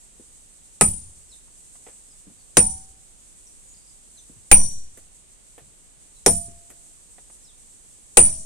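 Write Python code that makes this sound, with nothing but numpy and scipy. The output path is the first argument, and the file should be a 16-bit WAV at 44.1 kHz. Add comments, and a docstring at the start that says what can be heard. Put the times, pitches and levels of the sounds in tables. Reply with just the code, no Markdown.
"""An open quarry: a sledgehammer drives steel wedges into a stone block, some metres away, in stereo.
The head rings high, each wedge adds its own lower notes, the block knocks and thuds, and the rock
faces scatter the sound. The blows overload the input stage. Boots and grit tick and small birds chirp
far off, over a low rumble and a steady treble hiss peaking near 8 kHz, like microphone self-noise."""
import sys
import numpy as np
from scipy import signal
from scipy.fft import rfft, irfft
from scipy.io import wavfile

SR = 44100
rng = np.random.default_rng(int(sys.argv[2]) if len(sys.argv) > 2 else 0)


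def master_out(mix):
    """Clip the mix to full scale and print it as 16-bit PCM to the path in sys.argv[1]."""
    frames = np.transpose(np.atleast_2d(mix))
    ceiling = np.clip(frames, -1, 1)
    pcm = np.round(ceiling * 32767).astype(np.int16)
    wavfile.write(sys.argv[1], SR, pcm)


N = 372644

# t/s, strength/dB, knock/dB, damping factor, wedge jump delay/s,
# then by where the face lands: ping/dB, bending/dB, cross/dB, top/dB
BLOWS = [(.8100, -6.5, -15.5, 0.97, 0.017, -26, -52, -6, -33),
         (2.5699, -2.5, -11.5, 1.09, .021, -19.5, -29.5, -14.5, -63.5),
         (4.514, 2, -10.5, 0.91, .010, -20, -19.5, -22, -31),
         (6.2620, -5, -9.5, 1.28, .015, -13, -44, -26, -27),
         (8.171, 0, -10.5, 0.83, .012, -26.5, -30, -4, -36.5)]
THUD_DB, MID_DB, MID_DB_PER_DB = -28.5, -14, 0.64
SLAP_S, SLAP_DB = 0.033, -23.5

def sledgehammer(out):
    """Each blow excites head, wedge and block; a block across the pit slaps back, sides crossed."""
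    t = np.arange(36864) / SR
    lag = int(SLAP_S * SR)
    for wedge, (at_s, strength_db, knock_db, damping, jump_s, *rings_db) in enumerate(BLOWS):
        mid_db = MID_DB + MID_DB_PER_DB * strength_db
        colour = [(120, THUD_DB), (600, knock_db), (2500, mid_db), (6000, knock_db)]  # f/Hz, gain/dB
        blow = head_ring(t, (strength_db, *rings_db), damping)
        blow += wedge_ring(t, wedge)
        blow += block_knock(t, colour)
        blow += wedge_clank(t, strength_db, jump_s)
        blow += scatter(t, colour, damping)
        blow[:, lag:] += undb(SLAP_DB) * blow[::-1, :-lag]
        add(out, at_s, blow + overload_swing(t, strength_db))


# Head modes by family (axial, ping, bending, cross, top): f/Hz
HEAD_HZ = [(9060, 9140, 9105), (5585,), (5864, 5914), (7880, 7950, 8540), (11785,)]
# Same modes: level/dB, t60/s, rise/s
HEAD_MODES = [
    [(-2.5, 0.17, .004), (3.5, 0.14, 0.0023), (-16.5, 0.45, .001)],
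    [(0, 0.09, 0.00065)],
    [(0, 0.4, 0.09), (1.5, 0.44, 0.069)],
    [(-1, 0.03, 0.00078), (-1, .035, 0.00073), (-10, .03, .001)],
    [(0.5, 0.24, 0.00092)],
]
# Rock echo per family: level/dB
HEAD_ECHO_DB = (-10.5, -21.5, -9, -12.5, -10.5)

def head_ring(t, families_db, damping):
    """The steel head rings in five mode families, each echoed by the rock."""
    steel = np.zeros((2, len(t)))
    for pitches, modes, echo_db, family_db in zip(HEAD_HZ, HEAD_MODES, HEAD_ECHO_DB, families_db):
        family = sum(ring(t, hz, db + family_db, t60_s / damping, rise_s)
                     for hz, (db, t60_s, rise_s) in zip(pitches, modes))
        steel += rock_echoes(family, echo_db)
    return steel


# Modes, one row per wedge: f/Hz, level/dB, t60/s
WEDGE_MODES = [
    [(1265, -18.5, 0.1), (873, -44.5, 0.458)],
    [(768, -38, .75), (892, -33, 0.44)],
    [(974, -35.5, 0.3), (835, -41, .4)],
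    [(685, -32, .5), (685, -45, 1.3)],
    [(642, -46, 1), (828, -33.5, 0.3)],
]

def wedge_ring(t, wedge):
    """The struck wedge rings at its own notes."""
    return sum(ring(t, *mode, rise_s=.001) for mode in WEDGE_MODES[wedge])


# Stone modes: f/Hz, level/dB re blow colour, t60/s
BLOCK_MODES = [(74, -4, .4), (104.86, -8.5, 0.44), (167.6, 1, 0.35), (206.2, 1.5, 0.3), (286, -5.5, .12),
               (395, 7.5, 0.052), (490, 3.5, 0.069), (813, -2.5, 0.08)]

def block_knock(t, colour):
    """The block's low modes knock and thud."""
    return sum(ring(t, hz, db + on_log(hz, colour), t60_s, rise_time(hz))
               for hz, db, t60_s in BLOCK_MODES)


CLANK_HZ, CLANK_S, CLANK_DB, CLANK_DB_PER_DB = 2520, 0.011, -19.5, 5
BOUNCE_S, BOUNCE_DB = 0.013, -12.5

def wedge_clank(t, strength_db, jump_s):
    """The wedge jumps against its shims: three fading clanks, far louder on hard blows."""
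    bounces = sum(undb(BOUNCE_DB * k) * arch(t - jump_s - k * BOUNCE_S, CLANK_S) for k in range(3))
    hollow = band_noise(CLANK_HZ, 0.19, 0.4, len(t))
    return undb(CLANK_DB + CLANK_DB_PER_DB * strength_db) * bounces * hollow


# Scatter spectrum: f/Hz, level/dB
SCATTER_SPECTRUM = [(35, -19), (70, -4.5), (380, -2), (1000, -7), (1410, -12.5), (2480, -2), (3300, -13),
                    (4460, -14.5), (6920, -3), (9000, 4), (11000, -14.5), (15000, -19)]
# Scatter decay: f/Hz, early t60/s, late level/dB, late t60/s
SCATTER_DECAY = [(60.4, 0.49, -8.5, 0.98), (171, 0.13, -12.5, 0.59), (377, .09, -25, .35),
                 (2520, .055, -21.5, .28), (4515, 0.064, -21.5, 0.68), (6537, 0.074, -20.5, 0.72),
                 (9000, 0.057, -17, 0.63), (11300, 0.039, -31, 0.53), (15000, .03, -42.5, .12)]
SNAP_DB, SNAP_T60_S, LEDGE_DB = 2.5, 0.012, 3
LOW_CORRELATION, CORRELATION_HZ = .85, 800

def scatter(t, colour, damping):
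    """Contact snap, then scattered noise dying in third octaves; uneven ledges make it patchy."""
    out = np.zeros((2, len(t)))
    ledges = wander(t)
    for hz in 30 * 2 ** np.arange(0, 9.1, 1 / 3):
        early_s, late_db, late_s = (on_log(hz, SCATTER_DECAY, column) for column in (1, 2, 3))
        swell = 1 - np.exp(-t / rise_time(hz))
        decay = fade(t, early_s) + undb(late_db) * fade(t, late_s / damping)
        patchiness = undb(LEDGE_DB * (0.39 * ledges + wander(t)))
        snap = undb(SNAP_DB) * fade(t, SNAP_T60_S) * (hz > 1000)
        noise = band_noise(hz, .2, LOW_CORRELATION / (1 + (hz / CORRELATION_HZ) ** 2), len(t))
        gain = undb(on_log(hz, SCATTER_SPECTRUM) + on_log(hz, colour))
        out += gain * (swell * decay * patchiness + snap) * noise
    return out


SAG_S, COUPLING_S = 0.021, .058
SAG_DB, OVERLOAD_DB, SAG_DB_PER_DB = -26.5, -2.5, 5

def overload_swing(t, strength_db):
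    """The overloaded input stage sags; its coupling lets the baseline rebound."""
    depth = undb(SAG_DB + SAG_DB_PER_DB * max(strength_db - OVERLOAD_DB, 0))
    sag = -depth * t / SAG_S * np.exp(1 - t / SAG_S)
    coupling = signal.butter(2, 1 / (2 * np.pi * COUPLING_S), "high", fs=SR, output="sos")
    return signal.sosfilt(coupling, sag)


ECHO_T60_S, ECHO_SPREAD_S = .32, .4

def rock_echoes(sound, echo_db, count=500):
    """Rock faces add a crowd of echoes, different in each ear; energy is kept."""
    response = np.zeros((2, int(ECHO_SPREAD_S * SR) + 2))
    response[:, 0] = 1
    for ear in response:
        lag_s = ECHO_SPREAD_S * rng.random(count)
        echoes = undb(echo_db) * fade(lag_s, ECHO_T60_S) * rng.standard_normal(count)
        ear[(lag_s * SR).astype(int) + 1] += echoes
    wet = signal.fftconvolve(sound[None], response, axes=1)[:, :len(sound)]
    return wet * np.sqrt(np.sum(sound ** 2) / np.sum(wet ** 2, axis=1, keepdims=True))


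# Footfalls: t/s, level/dB, f/Hz
STEPS = [(0.196, -47.5, 290), (1.17, -57.5, 100), (2.269, -44, 189), (2.299, -52, 226), (4.295, -47, 193),
         (4.361, -52.5, 102.2), (5.619, -52, 98), (6.481, -43.5, 188), (6.519, -49, 70)]
STEP_T60_CYCLES = 31

def boots(out):
    """Boots knock dully on stone."""
    for at_s, db, hz in STEPS:
        add(out, at_s, tick(db, hz, scrape_db=-23, edge_db=-25, t60_s=STEP_T60_CYCLES / hz))


# Grit ticks: t/s, level/dB, f/Hz, edge/dB re body, t60/s
GRIT = [(1.48, -59, 1200, -14, .042), (1.754, -53, 860, -12, 0.041), (1.865, -45.5, 445, -18, 0.18),
        (4.973, -47.5, 335, 3.5, 0.11), (5.579, -45.5, 455, -5, 0.13), (6.702, -47, 358, 3.5, .11),
        (7.182, -47, 441, -19, 0.068), (7.299, -52, 600, -8, 0.058)]

def grit(out):
    """Grit and small stones tick and scrape."""
    for at_s, db, hz, edge_db, t60_s in GRIT:
        add(out, at_s, tick(db, hz, scrape_db=-5.5, edge_db=edge_db, t60_s=t60_s))


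def tick(db, body_hz, scrape_db, edge_db, t60_s):
    """A small contact on stone: dull body, mid scrape, thin treble edge."""
    t = np.arange(8192) / SR
    body = band_noise(body_hz, 1.0, 0.46, len(t))
    scrape = undb(scrape_db) * band_noise(1720, 1.0, 0.65, len(t))
    edge = undb(edge_db) * band_noise(8900, 0.49, 0.17, len(t))
    return undb(db) * (body + scrape + edge) * (1 - np.exp(-t / 0.00049)) * fade(t, t60_s)


# Bird calls: t/s, length/s, start f/Hz, end f/Hz, level/dB
CHIRPS = [(1.287, 0.038, 5500, 5000, -58), (1.31, 0.042, 4350, 3350, -49), (1.92, 0.046, 8500, 7900, -45.5),
          (2.093, 0.044, 5600, 4650, -58), (2.385, 0.034, 4780, 4200, -59), (3.465, 0.018, 6200, 5500, -49),
          (3.666, 0.099, 6880, 6900, -49), (4.163, 0.045, 4400, 3230, -52), (4.168, 0.051, 6400, 5940, -50),
          (6.157, 0.03, 4050, 3900, -55.5), (7.31, .03, 9400, 8800, -45.5), (7.439, 0.03, 5930, 4700, -52),
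          (7.461, 0.06, 4260, 3060, -55.5)]
TRILL_AT_S, TRILL_STEP_S, TRILL_NOTES, TRILL_DB, TRILL_DIP_DB = 3.737, .026, 7, -54, -8

def birds(out):
    """Far birds: single chirps and one quick trill, softer in its middle."""
    for at_s, *call in CHIRPS:
        add(out, at_s, chirp(*call))
    for k in range(TRILL_NOTES):
        db = TRILL_DB + TRILL_DIP_DB * np.sin(np.pi * k / (TRILL_NOTES - 1)) ** 2
        add(out, TRILL_AT_S + k * TRILL_STEP_S, chirp(length_s=.017, start_hz=5500, end_hz=4250, db=db))


def chirp(length_s, start_hz, end_hz, db, waver=.018):
    """A gliding, slightly unsteady whistle with rock echoes."""
    t = np.arange(8192) / SR
    glide_hz = start_hz + (end_hz - start_hz) * t / length_s
    hz = glide_hz * (1 + waver * wander(4 * t))
    whistle = undb(db) * arch(t, length_s) * np.sin(2 * np.pi * np.cumsum(hz) / SR)
    return rock_echoes(whistle, echo_db=-16)


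# Noise floor spectrum: f/Hz, relative density/dB
FLOOR_SPECTRUM = [(12, -19), (22, -2.5), (45, -6), (82, -16), (160, -17.5), (456, -24), (760, -28),
                  (1450, -32.5), (3000, -30), (5300, -28.5), (6500, -19.5), (8120, -10), (9400, -15.5),
                  (10300, -25), (11800, -31.5), (14500, -41), (16000, -56)]
# Noise floor balance: f/Hz, left minus right/dB
FLOOR_BALANCE = [(200, -1), (3500, 0.5), (6250, -3.5), (11200, -1)]
# Hiss level, dipping and slowly recovering: t/s, level/dB
HISS_LEVEL = [(0, -53.5), (.8, -55), (1.95, -52), (2.55, -55), (3.1, -55), (3.7, -53.5), (4.45, -53),
              (5.05, -55.5), (5.7, -57), (6.2, -54.5), (7.4, -54), (8.45, -54.5)]
SPLIT_HZ, FLICKER_DB, LOW_FLOOR_DB = 4500, 1.54, -48

def background_hiss():
    """Treble hiss, like microphone self-noise, over a steady low rumble; the ears are uncorrelated."""
    hz, t = np.fft.rfftfreq(N, 1 / SR), np.arange(N) / SR
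    tilt_db = on_log(hz, FLOOR_BALANCE) / 2
    density_db = on_log(hz, FLOOR_SPECTRUM) + np.array([tilt_db, -tilt_db])
    spectrum = rfft(rng.standard_normal((2, N))) * undb(density_db)
    highpass = 1 / (1 + (SPLIT_HZ / np.maximum(hz, 1)) ** 6)
    treble = irfft(spectrum * highpass, N)
    rumble = undb(LOW_FLOOR_DB) * irfft(spectrum * (1 - highpass), N)
    hiss_db = np.interp(t, *np.transpose(HISS_LEVEL)) + FLICKER_DB * wander(t / 4)
    hiss = np.sqrt(2) * undb(hiss_db) * treble
    return (hiss + rumble) / np.sqrt(np.mean(treble ** 2))


def ring(t, hz, db, t60_s, rise_s):
    """A damped mode, slightly detuned on each blow."""
    detune = 1 + 0.0004 * rng.standard_normal()
    envelope = undb(db) * (1 - np.exp(-t / rise_s)) * fade(t, t60_s)
    return envelope * np.sin(2 * np.pi * hz * detune * t)


def band_noise(hz, octaves, correlation, size):
    """Stereo noise of rms 1 in a bell-shaped band."""
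    bins_hz = np.fft.rfftfreq(size, 1 / SR)
    bell = np.exp(-(np.log2(bins_hz / hz + 1e-9) / octaves) ** 2)
    mid, side = irfft(rfft(rng.standard_normal((2, size))) * bell, size)
    pair = np.sqrt(1 + correlation) * mid + np.sqrt(1 - correlation) * np.array([side, -side])
    return pair / np.sqrt(np.mean(pair ** 2))


def wander(t, step_s=0.011, count=300):
    """Random values joined by lines."""
    return np.interp(t, step_s * np.arange(count), rng.standard_normal(count))


def rise_time(hz, cycles=1.4):
    """Rise time/s: lows swell later."""
    return np.clip(cycles / hz, .001, .014)


def arch(t, length_s):
    return np.sin(np.pi * np.clip(t / length_s, 0, 1))


def fade(t, t60_s):
    return np.exp(-np.log(1000) * t / t60_s)


def undb(db):
    return 10 ** (np.asarray(db) / 20)


def on_log(hz, table, column=1):
    """A table column read on a log-frequency axis."""
    table = np.array(table, float)
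    return np.interp(np.log(np.maximum(hz, 1)), np.log(table[:, 0]), table[:, column])


def add(out, at_s, sound):
    start = int(at_s * SR)
    size = min(sound.shape[-1], N - start)
    out[:, start:start + size] += sound[..., :size]


def scene():
    """Blows, boots, grit and birds over the noise floor."""
    out = background_hiss()
    sledgehammer(out)
    boots(out)
    grit(out)
    birds(out)
    return out


TOP_HZ = 15800

def record(dry):
    """The converter clips the blows; a steep low-pass cuts the top."""
    lowpass = signal.ellip(8, .1, 52, TOP_HZ, fs=SR, output="sos")
    return signal.sosfilt(lowpass, np.clip(dry, -1, 1))


dry = scene()
out = record(dry)
master_out(out)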